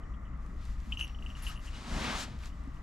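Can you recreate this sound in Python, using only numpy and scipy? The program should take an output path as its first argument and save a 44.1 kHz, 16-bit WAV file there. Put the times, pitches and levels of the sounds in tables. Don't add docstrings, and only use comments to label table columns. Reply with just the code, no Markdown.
import sys
import numpy as np
from scipy import signal
from scipy.fft import rfft, irfft, next_fast_len
from scipy.io import wavfile
from scipy.ndimage import uniform_filter1d

SR = 44100
rng = np.random.default_rng(int(sys.argv[2]) if len(sys.argv) > 2 else 0)


def elevation(decibels):
    levels = np.asarray(decibels, float)
    return 10 ** (levels / 20)


def store_pcm(level_fs):
    pcm = np.round(np.clip(level_fs, -1, 1) * 32767).astype(np.int16)
    wavfile.write(sys.argv[1], SR, np.atleast_2d(pcm).T)


N = 124362
M = next_fast_len(N)

# pitch_hz, level_db (per Hz)
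CABIN = [(12, -39), (20, -2), (65, -12.5), (87, -17.5), (192, -19.5), (304, -26.5), (338, -33.5),
         (700, -44.5), (910, -56), (1540, -120)]
# pitch_hz, level_db (per Hz)
AIR = [(350, -33), (700, 0), (1500, -9), (2600, -12.5), (4200, -22), (7400, -22.5), (9000, -33),
       (12500, -35), (15500, -66)]
# order (multiple of the engine cycle), level_db
ENGINE_ORDERS = [(5, -51.5), (6, -61), (7, -59.5), (8, -45.5), (10, -79.5), (11, -54.5), (13, -42.5),
                 (14, -57), (15, -54.5), (16, -65.5), (19, -55)]
# pitch_hz, width_hz, level_db
TRIM = [(617, 77, -73), (1192, 306, -61.5), (1936, 310, -69)]
# start_s, level_db, pitch_hz
BUMPS = [
    (.68, -33, 44.5),
    (1.42, -40, 35),
    (1.88, -35.5, 30),
    (2.28, -45, 650),
    (2.673, -40, 254),
    (3.1, -43, 130),
    (2.74, -44, 135),
    (2.436, -42, 2400),
]
# time_s, level_db, brightening_db_per_octave
DRAG = [
    (1.68, -52, 0.7),
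    (1.81, -49.5, -0.3),
    (1.899, -42.5, -0.8),
    (1.97, -37, -1.1),
    (2.049, -34.5, -0.76),
    (2.15, -38, -0.24),
    (2.2, -40.5, 2.36),
    (2.238, -42.5, 2),
    (2.263, -49, -.5),
    (2.38, -57, -2.5),
]
# pitch_hz, level_db (per Hz)
SLEEVE = [(100, -9), (223, 0), (429, -15), (878, -9), (3760, -15), (7390, -23.5), (12500, -41.5),
          (15700, -63)]
# peak_s, rise_s, fall_s, level_db
RUSTLES = [(.475, 0.053, 0.088, -69.5), (.665, 0.054, 0.068, -61), (.81, 0.027, .03, -65.5),
           (.87, 0.036, 0.048, -63), (0.928, 0.019, 0.031, -59), (1.004, 0.01, 0.014, -50.5),
           (1.08, 0.082, 0.046, -63), (1.26, 0.045, 0.083, -63.5), (1.39, 0.023, 0.014, -56.5),
           (1.479, 0.049, 0.046, -51), (1.667, 0.039, 0.029, -56.5), (2.464, 0.058, 0.024, -56),
           (2.6, 0.11, 0.14, -71.5), (2.75, 0.018, 0.041, -70.5)]
# pitch_hz, level_db (per Hz)
FEATHER = [(300, -30), (900, 3), (1600, 3), (4000, -3), (7400, -7.5), (9000, -15.5), (12500, -18.5),
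           (15500, -62)]
# start_s, peak_db
SNAPS = [(0.464, -57.5), (0.654, -49.5), (0.7138, -53.5), (0.8031, -54), (1.0001, -42), (1.006, -50),
         (1.0789, -48), (1.2534, -55), (1.3698, -54), (1.6631, -45), (1.7644, -49), (2.436, -59),
         (.218, -66), (.376, -63), (.43, -63), (.741, -65), (1.0695, -52), (1.711, -51), (2.366, -63),
         (2.3815, -64), (2.39, -53), (2.413, -65), (2.458, -46), (2.462, -50), (2.4742, -59), (2.484, -61),
         (2.551, -65), (2.638, -59), (2.655, -61), (2.677, -61), (2.745, -63)]
# peak_s, peak_db,
# cluster_centre_hz
KNOCKS = [(0.925, -26.5, 2850), (0.9413, -57, 2810), (0.9546, -49, 2850), (0.9735, -30.5, 2860),
          (0.9794, -41, 2747), (0.9889, -55, 2950), (0.9943, -31, 2820), (0.9993, -36, 2800),
          (1.0051, -38, 2860), (1.0119, -22.5, 2834), (1.0266, -30, 2850), (1.0413, -37, 2610),
          (1.0465, -33.5, 2886), (1.0511, -44, 2780), (1.0715, -43, 2900), (1.0847, -49, 2880),
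          (1.097, -46, 2970), (1.1486, -45, 3080), (1.1883, -48, 3030), (1.2255, -42.5, 2790),
          (1.2635, -37, 2800), (1.2698, -43, 2780), (1.2927, -49, 2920), (1.3028, -40.5, 2970),
          (1.3116, -48, 2950), (1.353, -43.5, 2870), (1.36, -47.5, 2820), (1.3675, -53, 2790),
          (1.4026, -50, 2750), (1.4336, -50, 2720), (1.4384, -52, 2730), (1.4503, -60, 2990),
          (1.4615, -57, 3200), (1.4679, -31.5, 2890), (1.4732, -33.5, 2870), (1.4786, -46, 2770),
          (1.4846, -47, 2780), (1.4918, -43, 2770), (1.4984, -45, 2940), (1.5032, -45, 2930),
          (1.5085, -53, 3010), (1.5178, -55, 3010), (1.5265, -52, 3180), (1.5592, -46, 2880),
          (1.566, -46, 2945), (1.5763, -43.5, 2877), (1.5835, -65, 2800), (1.5957, -49, 2880),
          (1.6681, -54, 2970), (1.6748, -44, 2910), (1.6808, -44, 2870), (1.6893, -45, 2900),
          (1.7387, -50, 2930), (1.752, -46, 2870), (1.7583, -53, 2820),
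          (0.036, -58, 3120), (0.14, -56, 3066), (0.148, -59, 3180), (0.2545, -57, 3100), (0.269, -59, 3020),
         (.335, -61.5, 3020), (0.9285, -42, 2830), (1.0182, -32, 2847), (1.03, -40, 2700),
         (1.0343, -34, 2697), (1.058, -50, 2600), (1.648, -59, 2890), (.9232, -28, 2970),
         (1.101, -52, 2980), (1.425, -50, 2850), (1.478, -47, 2540), (1.488, -52, 2520), (1.601, -53, 2800),
         (1.734, -49, 2900), (1.747, -46, 2900), (2.502, -55, 2900), (2.529, -57, 2980), (2.722, -62, 2900),
         (2.77, -58.5, 2900)]
# pitch_hz, level_db, t60_s
CLUSTER = [(2435, 0, 0.057), (2540, -9.5, 0.15), (2800, 5.5, 0.037), (2863, 0.5, 0.14), (3010, 0, 0.077),
           (3097, -12.5, 0.027), (3150, -3, 0.022), (3216, -8.5, 0.092)]
# pitch_hz, level_db, t60_s
SHELL = [(5660, -3.5, 1), (6330, -0.5, 0.43), (9840, -4, 0.27), (11280, 0, 0.19), (12600, -2, .25),
         (14200, -14, 0.34)]
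# start_s, free_ring_s, level_db, brightest_hz
RINGS = [(.04, .33, -86, 5670), (.975, 0.082, -66, 5680), (.974, 0.099, -71, 11800),
         (.976, 0.06, -65, 6360), (.994, 0.045, -70, 11400), (1.009, .052, -60, 9800),
         (1.011, 0.042, -73, 14300), (1.016, 0.033, -64, 6380), (1.038, 0.015, -66, 11840),
         (1.06, .16, -73, 5650), (1.28, 0.08, -74, 5650), (1.292, 0.046, -80, 11800),
         (1.422, 0.029, -54.5, 9900), (1.424, 0.042, -58, 11830), (1.424, .1, -64, 14300),
         (1.467, 0.037, -57, 9800), (1.479, 0.024, -60.5, 11840), (1.559, 0.054, -70.5, 9800),
         (1.583, 0.026, -78, 11800)]
# pitch_hz, left_louder_db
PORTS = [(110, 2.5), (380, -.5), (1300, 1.8), (4400, 2.5), (8500, 5), (15000, 8.5)]

CABIN_DB, AIR_DB = -44, -66
CYCLE_HZ, CYCLE_START_S = 4.42, 0.12
RATTLE_PER_S = 18
SQUEAK_S, SQUEAK_LONG_S, SQUEAK_HZ, SQUEAK_OCT, SQUEAK_DB = 1.488, 0.047, 1155, 0.87, -50
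TOUCH_S, FREE_DB = 0.0033, -13
REACH_HZ, RISE_S, KNOCK_DB, RING_SHARE = 131, 0.0016, -0.36, 0.55
SPREAD_OCT, DAMP_S = 0.075, 0.004
LAG_RAD, LAG_LOW_HZ, LAG_TOP_HZ = 0.85, 229, 4400
SIDES = np.array([[1], [-1]])


def table(points, hz):
    p = np.array(points, float)
    return elevation(np.interp(np.log(np.maximum(hz, 1)), np.log(p[:, 0]), p[:, 1]))


def shape(x, gain):
    pad = (M - N) // 2
    x = np.pad(x, [(0, 0)] * (x.ndim - 1) + [(pad, M - N - pad)], "linear_ramp")
    hz = np.arange(M // 2 + 1) * SR / M
    return irfft(rfft(x) * gain(hz), M)[..., pad:pad + N]


def unit(x):
    return x / np.sqrt(np.mean(x ** 2))


def walk(rate):
    k = int(SR / rate)
    steps = np.repeat(rng.standard_normal(N // k + 1), k)
    smooth = uniform_filter1d(uniform_filter1d(steps, k), k)
    return unit(smooth[:N])


def add(out, s, x):
    i = int(s * SR)
    out[i:i + len(x)] += x[:N - i]


def bands(points, flicker_db, grain_db, wide, tilt=0, octaves=range(-4, 5)):
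    grain = elevation(grain_db * np.minimum(rng.exponential(size=M), 4))
    raw = rng.standard_normal((2, M)) * grain
    f = np.arange(M // 2 + 1) * SR / M
    spec = rfft(raw) * table(points, f)
    spec = spec / np.std(irfft(spec[0], M))
    octs = np.log2(np.maximum(f, 1) / 1000)
    out = 0
    for k in octaves:
        window = np.cos(np.clip(octs - k, -1, 1) * np.pi / 2) ** 2
        mid, side = irfft(spec * window, M)[:, :N]
        share = wide / (1 + (0.22 / 2 ** k) ** 2) + 0.029 * 2 ** k
        out = out + elevation(flicker_db * walk(14) + tilt * k) * (mid + share * side * SIDES)
    return out


def cabin_rumble():
    return elevation(CABIN_DB) * bands(CABIN, 2.12, 2.2, 0.54, octaves=range(-6, 1))


def window_air():
    return elevation(AIR_DB + walk(1.12)) * bands(AIR, 1.3, 1.9, 0.52)


def engine_drone(t):
    turn = 2 * np.pi * (CYCLE_HZ * (t - CYCLE_START_S) + 0.004 * walk(2))
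    return sum(elevation(db + 2.8 * walk(4.27)) * np.cos(round(k) * turn) for k, db in ENGINE_ORDERS)


def trim_rattle():
    phase = np.cumsum(RATTLE_PER_S * (1 + 0.1 * walk(8))) / SR % 1
    gate = np.exp(-phase / 2.5) * elevation(0.8 * walk(11) + 1.7 * walk(5))
    mid, side = rng.standard_normal((2, N))
    buzz = gate * (mid + 0.38 * side * SIDES)
    out = 0
    for hz, width, db in TRIM:
        resonance = shape(buzz, lambda f: 1 / (1 + ((f - hz) / width * 2) ** 2))
        out = out + elevation(db) * unit(resonance)
    return out


def bumps():
    out = np.zeros(N)
    for s, db, hz in BUMPS:
        cycles = np.arange(int(8 * SR / hz)) * hz / SR
        swell = cycles * np.exp(1 - cycles / 1.17)
        add(out, s, elevation(db) * np.sin(2 * np.pi * cycles) * swell)
    return out


def sleeve(t):
    s, db, tilt = np.array(DRAG).T
    fade = np.clip((t - s[0]) / 0.078, 0, 1) * np.clip((s[-1] - t) / 0.012, 0, 1)
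    cloth = bands(SLEEVE, 1.2, 1.5, 0.2, np.interp(t, s, tilt))
    return fade * elevation(np.interp(t, s, db)) * cloth


def feather_rustle(t):
    power = np.zeros(N)
    for s, rise, fall, db in RUSTLES:
        power += elevation(2 * db) * np.exp(-((t - s) / np.where(t < s, rise, fall)) ** 2)
    return elevation(1.0) * np.sqrt(power) * bands(FEATHER, 1.5, 3.2, 0.22)


def quill_snaps():
    out, u = np.zeros(N), np.arange(400) / SR
    for s, db in SNAPS:
        noise = rng.standard_normal(len(u))
        add(out, s, elevation(db + 9) * (np.sign(noise) + 0.5 * noise) * np.exp(-u / 0.00015))
    return shape(out, lambda f: f ** 2 / (f ** 2 + 1800.0 ** 2) / (1 + (f / 9500.0) ** 8))


def quill_squeak(t):
    along = np.clip((t - SQUEAK_S) / SQUEAK_LONG_S, 0, 1)
    hz = SQUEAK_HZ * 2 ** (SQUEAK_OCT * along ** 1.7) * (1 + 0.0484 * walk(250))
    turn = 2 * np.pi * np.cumsum(hz) / SR
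    return elevation(SQUEAK_DB + 2.7 * walk(200)) * np.sin(np.pi * along) * np.sin(turn)


def bell_shell():
    out, t = np.zeros(N), np.arange(SR // 3) / SR
    hz, db, t60 = np.array(SHELL).T[:, :, None]
    beat = 1 + 0.34 * np.cos(2 * np.pi * hz * 0.009 * t) + 0.23 * np.cos(2 * np.pi * hz * 0.0041 * t + 2)
    partials = beat * np.sin(2 * np.pi * hz * t) * elevation(-60 * t / t60)
    for s, free, level_db, top in RINGS:
        gain = elevation(db + level_db + 8) * np.exp(-0.5 * (np.log2(hz / top) / SPREAD_OCT) ** 2)
        damping = np.exp(-np.maximum(t - free, 0) / DAMP_S)
        add(out, s, (gain * partials).sum(0) * damping * (1 - np.exp(-t / 0.00086)))
    return out


def bell_knocks():
    out, t = np.zeros(N), np.arange(SR // 3) / SR
    hz, db, t60 = np.array(CLUSTER).T[:, :, None]
    onset = 1 - np.exp(-(t / RISE_S) ** 2)
    mute = elevation(FREE_DB) + np.exp(-(t / TOUCH_S) ** 2)
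    decay = elevation(-60 * t / t60 / RING_SHARE)
    for s, peak, mid in KNOCKS:
        chance = rng.standard_normal((len(CLUSTER), 2))
        gain = elevation(db + 3.8 * chance[:, :1]) * np.exp(-0.5 * ((hz - mid) / REACH_HZ) ** 2)
        modes = gain * np.sin(2 * np.pi * hz * t + 0.36 * chance[:, 1:]) * decay
        x = modes.sum(0) * onset * mute
        loudest = np.abs(x).argmax()
        add(out, s - loudest / SR, elevation(peak + KNOCK_DB) * x / np.abs(x[loudest]))
    return out


def cabin_echo(ring):
    u = np.arange(3000) / SR
    tail = rng.standard_normal((2, len(u))) * elevation(-60 * u / 0.068) * elevation(-30) * (u > 0.002)
    return signal.fftconvolve(ring[None], tail)[:, :N]


def scene():
    t = np.arange(N) / SR
    car = cabin_rumble() + window_air() + engine_drone(t) + trim_rattle()
    arm = bumps() + sleeve(t)
    feathers = feather_rustle(t) + quill_snaps() + quill_squeak(t)
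    bell = bell_shell() + bell_knocks()
    return car + arm + feathers + bell + cabin_echo(bell)


def band_limit(x):
    return signal.sosfilt(signal.butter(12, 15610, fs=SR, output="sos"), x)


def record(dry):
    half = SIDES / 2

    def lag(f):
        return LAG_RAD * f ** 2 / (f ** 2 + LAG_LOW_HZ ** 2) / (1 + (f / LAG_TOP_HZ) ** 4)

    mix = shape(dry, lambda f: table(PORTS, f) ** half * np.exp(-1j * half * lag(f)))
    return band_limit(mix)


dry = scene()
out = record(dry)
store_pcm(out)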